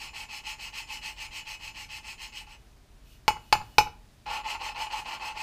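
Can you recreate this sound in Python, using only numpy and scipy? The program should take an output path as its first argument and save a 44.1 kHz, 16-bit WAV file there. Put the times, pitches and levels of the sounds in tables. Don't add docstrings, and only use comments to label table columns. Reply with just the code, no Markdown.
import sys
import numpy as np
from scipy import signal
from scipy.fft import rfft, irfft, next_fast_len
from scipy.io import wavfile
from scipy.ndimage import map_coordinates

SR = 44100
rng = np.random.default_rng(int(sys.argv[2]) if len(sys.argv) > 2 else 0)


def generate_wav(sig):
    pcm = np.round(np.clip(np.atleast_2d(sig).T, -1, 1) * 32767).astype(np.int16)
    wavfile.write(sys.argv[1], SR, pcm)


N = 239327
TIME = np.arange(N) / SR
RING_TIME = np.arange(SR // 2) / SR

# start, stop, stroke length and time lost
# getting going, all in seconds, then the coarse grit's opening level in relative dB.
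BOUTS = [(-.06, 2.578, .1451, .055, -37.5), (4.256, 5.5, .15, .038, -24.6)]
# time in seconds, relative level of the fine grit in dB.
HAND_PRESSURE = [(0, -41.7), (.6, -39.9), (1.9, -42.1), (2.39, -43.9), (2.5, -51.7), (4.26, -43),
                 (4.5, -40.5), (5.43, -41.5)]
# frequency in Hz, relative level in dB.
FINE_SPECTRUM = [(100, -22), (900, -0.5), (3000, 1), (15000, 3)]
COARSE_SPECTRUM = [(100, -15.5), (450, -6), (900, 5.5), (1400, -3), (2200, -16.5), (4000, -14),
                   (9000, -37.5)]
TAP_SPECTRUM = [(100, 0), (400, -6.5), (850, 5.5), (1400, -6), (1800, -18), (2500, -16.5), (3200, -19),
                (4600, -16), (6500, -16), (8000, -19.5), (12500, -12.5), (15000, -20)]
STEM_SPECTRUM = [(500, -23), (2400, -11.5), (3000, 1), (4500, -5), (8000, -9.5), (13000, -8.5),
                 (16000, -7.5)]
# frequency in Hz, relative level in dB, seconds to fall 60 dB.
HEAD_MODES = [(855, -4, .075), (1040, -15, .05), (1308, -16, .1), (1385, -13, .08), (1541, -13, .1),
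              (1836, -9, .14), (2114, -6, .12), (2245, -3, .12), (2476, 2, .15), (2540, -1, .07),
              (2620, 0, .07), (2795, -4, .08), (2938, 5, .25), (4296, -8, .04), (4867, -12, .15),
              (5200, -2, .11), (5568, -13, .25), (6100, -7, .16), (6503, -10, .2), (7093, -4, .26),
              (7765, -13, .14), (8215, -13, .18), (9270, -14, .2), (11635, -19, .14), (12465, -20, .12),
              (15060, -24, .13)]
# frequency in Hz, relative level in dB.
CASTING_SPECTRUM = [(100, -23.5), (270, -29.5), (480, -21.5), (660, -37), (900, -21), (1200, -23),
                    (1700, -14.5), (2650, -3.5), (3250, -12), (3700, -15), (4300, -9.5), (6000, -19),
                    (8000, -22.5), (10500, -33), (15000, -31.5)]
# start in seconds, then level, treble and bench thud in relative dB.
TAPS = [(3.28, -2, -0.5, -43.5), (3.5264, -1.5, 0, -37.5), (3.7831, -0.8, 3, -39), (4.264, -24.5, -10, -68)]
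# centre and half length in seconds, relative level in dB.
STEM_SLIDES = [(3.12, 0.061, -61), (3.46, 0.12, -65.5), (3.69, 0.15, -64.5)]
# delay in seconds, gain in dB.
WALL_ECHOES = [(.0262, -11), (.0885, -24)]
# frequency in Hz, seconds to fall 60 dB.
GARAGE_DECAY = [(100, .3), (800, 0.37), (3000, 0.28), (7000, .24), (14000, 0.26)]
# frequency in Hz, relative noise density in dB.
ROOM_SPECTRUM = [(12, -25.5), (20, -7.5), (47, -3.5), (58, -5), (70, -14.5), (129, -14.5), (180, -22),
                 (213, -18.5), (266, -22.5), (465, -27.5), (505, -34), (581, -27), (1070, -32.5),
                 (4950, -37.5), (15500, -49.5)]


def grinding(wear_db_per_s=3):
    fine, coarse = np.zeros(N), np.zeros(N)
    pressure = amp(np.interp(TIME, *np.transpose(HAND_PRESSURE)))
    for start, stop, length, lag, coarse_db in BOUTS:
        turns = reversals(start, stop, length, lag)
        speed = stroke_speed(turns, rest=.06, skew=.8)
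        grip = amp(.83 * wobble(45))
        uneven_paste = amp(.88 * wobble(22))
        fine_grains = grit(speed, peak_per_s=9000, spread_db=.5)
        hiss = pressure * grip * uneven_paste * speed ** .55 * fine_grains
        drag = stroke_speed(turns, rest=.03, skew=1.14)
        dull = lowpass(hiss, hz=5640, order=1)
        fine += dull + 1.35 * drag ** 1.1 * (hiss - dull)
        bite = amp(coarse_db - wear_db_per_s * (TIME - start))
        coarse += grip * bite * grit(speed, peak_per_s=5000, spread_db=1)
    force = amp(15) * (colour(fine, FINE_SPECTRUM) + colour(coarse, COARSE_SPECTRUM))
    return cylinder_head(force, ring_db=0, direct_db=-2.5, crowd_db=-3, crowd_t60=.047)


def reversals(start, stop, length, lag, settle_strokes=.75):
    stroke = np.arange((stop - start) / length)
    turns = start + length * stroke + lag * (1 - np.exp(-stroke / settle_strokes))
    return np.append(turns[turns < stop], stop)


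def stroke_speed(turns, rest, skew):
    count = np.interp(TIME, turns, np.arange(len(turns)))
    progress = np.clip(count % 1 / (1 - rest), 0, 1) ** skew
    return np.abs(np.sin(np.pi * progress))


def grit(speed, peak_per_s, spread_db):
    crushed = rng.random(N) < speed * peak_per_s / SR
    size = unit_rms(rng.standard_normal(N) * amp(spread_db * rng.standard_normal(N)))
    return crushed * size * np.sqrt(SR / peak_per_s)


def cylinder_head(force, ring_db, direct_db, crowd_db, crowd_t60):
    ring = np.zeros(len(RING_TIME))
    for k, (hz, db, t60) in enumerate(HEAD_MODES):
        gain = (-1) ** k * amp(db) * 2 * np.log(1000) / (t60 * SR)
        ring += gain * fade(t60) * np.sin(2 * np.pi * hz * RING_TIME)
    crowd = amp(crowd_db) * burst(crowd_t60)
    crowd[0] += amp(direct_db)
    return through(force, amp(ring_db) * ring + colour(crowd, CASTING_SPECTRUM))


def valve_taps():
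    out = np.zeros(N)
    for start, db, treble_db, thud_db in TAPS:
        push = lowpass(signal.unit_impulse(len(RING_TIME)), hz=6400)
        crunch = (burst(t60=.037) + amp(-6) * burst(t60=.13)) * (1 - fade(t60=.0052))
        crunch_treble = crunch - lowpass(crunch, hz=7850, order=1)
        blow = colour(push + amp(-.5) * crunch_treble, TAP_SPECTRUM)
        dull = lowpass(blow, hz=2003, order=1)
        force = amp(db + 41.5) * (dull + amp(treble_db) * (blow - dull))
        add(out, start, cylinder_head(force, ring_db=-1, direct_db=-2, crowd_db=-.5, crowd_t60=.035))
        thud = unit_rms(lowpass(rng.standard_normal(len(RING_TIME)), hz=129.8, order=3))
        add(out, start, amp(thud_db + 3) * thud * fade(t60=.38))
    return out


def valve_stem():
    level = sum(amp(db) * np.exp(-((TIME - centre) / half) ** 2) for centre, half, db in STEM_SLIDES)
    slip = level * unit_rms(colour(rng.standard_normal(N), STEM_SPECTRUM))
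    ring = cylinder_head(slip, ring_db=14.5, direct_db=-9, crowd_db=-15, crowd_t60=.044)
    return amp(-.5) * slip + ring


def garage_echoes(direct):
    hz, t, spectra = signal.stft(rng.standard_normal(SR // 2), SR, nperseg=256)
    decay = np.exp(-np.log(1000) * t / along(GARAGE_DECAY, hz)[:, None])
    tail = signal.istft(spectra * decay, SR, nperseg=256)[1]
    out = np.zeros(N)
    add(out, .006, amp(-15.5) * through(direct, tail / np.linalg.norm(tail)))
    dull = lowpass(direct, hz=1460)
    for delay, db in WALL_ECHOES:
        add(out, delay, amp(db) * dull)
    return out


def room_tone(hum_hz=43):
    air = amp(-55 + .7 * wobble(6.7)) * unit_rms(colour(rng.standard_normal(N), ROOM_SPECTRUM))
    phase = 2 * np.pi * hum_hz * TIME + .8 * wobble(6)
    hum = amp(-58 + 2.5 * wobble(6)) * np.sin(phase)
    octave = amp(-65 + 3 * wobble(7)) * np.sin(2 * phase)
    return air + hum + octave


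def amp(db):
    return 10 ** (np.asarray(db) / 20)


def unit_rms(x):
    return x / np.sqrt(np.mean(x ** 2) + 1e-20)


def along(points, hz):
    knots_hz, values = np.transpose(points)
    return np.interp(np.log(hz + 1), np.log(knots_hz + 1), values)


def fade(t60):
    return np.exp(-np.log(1000) * RING_TIME / t60)


def burst(t60):
    noise = rng.standard_normal(len(RING_TIME)) * fade(t60)
    return noise / np.linalg.norm(noise)


def through(x, response):
    return signal.fftconvolve(x, response)[:len(x)]


def colour(x, spectrum, size=16384):
    gain = amp(along(spectrum, np.fft.rfftfreq(size, 1 / SR)))
    cepstrum = irfft(np.log(gain))
    cepstrum[1:size // 2] *= 2
    cepstrum[size // 2 + 1:] = 0
    return through(x, irfft(np.exp(rfft(cepstrum))))


def lowpass(x, hz, order=2):
    return signal.sosfilt(signal.butter(order, hz, fs=SR, output="sos"), x)


def wobble(knots_per_s):
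    return map_coordinates(rng.standard_normal(int(N * knots_per_s / SR) + 4), [TIME * knots_per_s])


def add(track, start, sound):
    part = track[round(start * SR):][:len(sound)]
    part += sound[:len(part)]


def scene():
    work = grinding() + valve_taps() + valve_stem()
    return (work + garage_echoes(work) + room_tone())[None]


def record(dry):
    top_hz = 15350
    rounded = dry / (1 + np.abs(dry) ** 6) ** (1 / 6)
    size = next_fast_len(N + SR // 2)
    in_band = np.fft.rfftfreq(size, 1 / SR) < top_hz
    return irfft(rfft(rounded, size) * in_band, size)[:, :N]


dry = scene()
out = record(dry)
generate_wav(out)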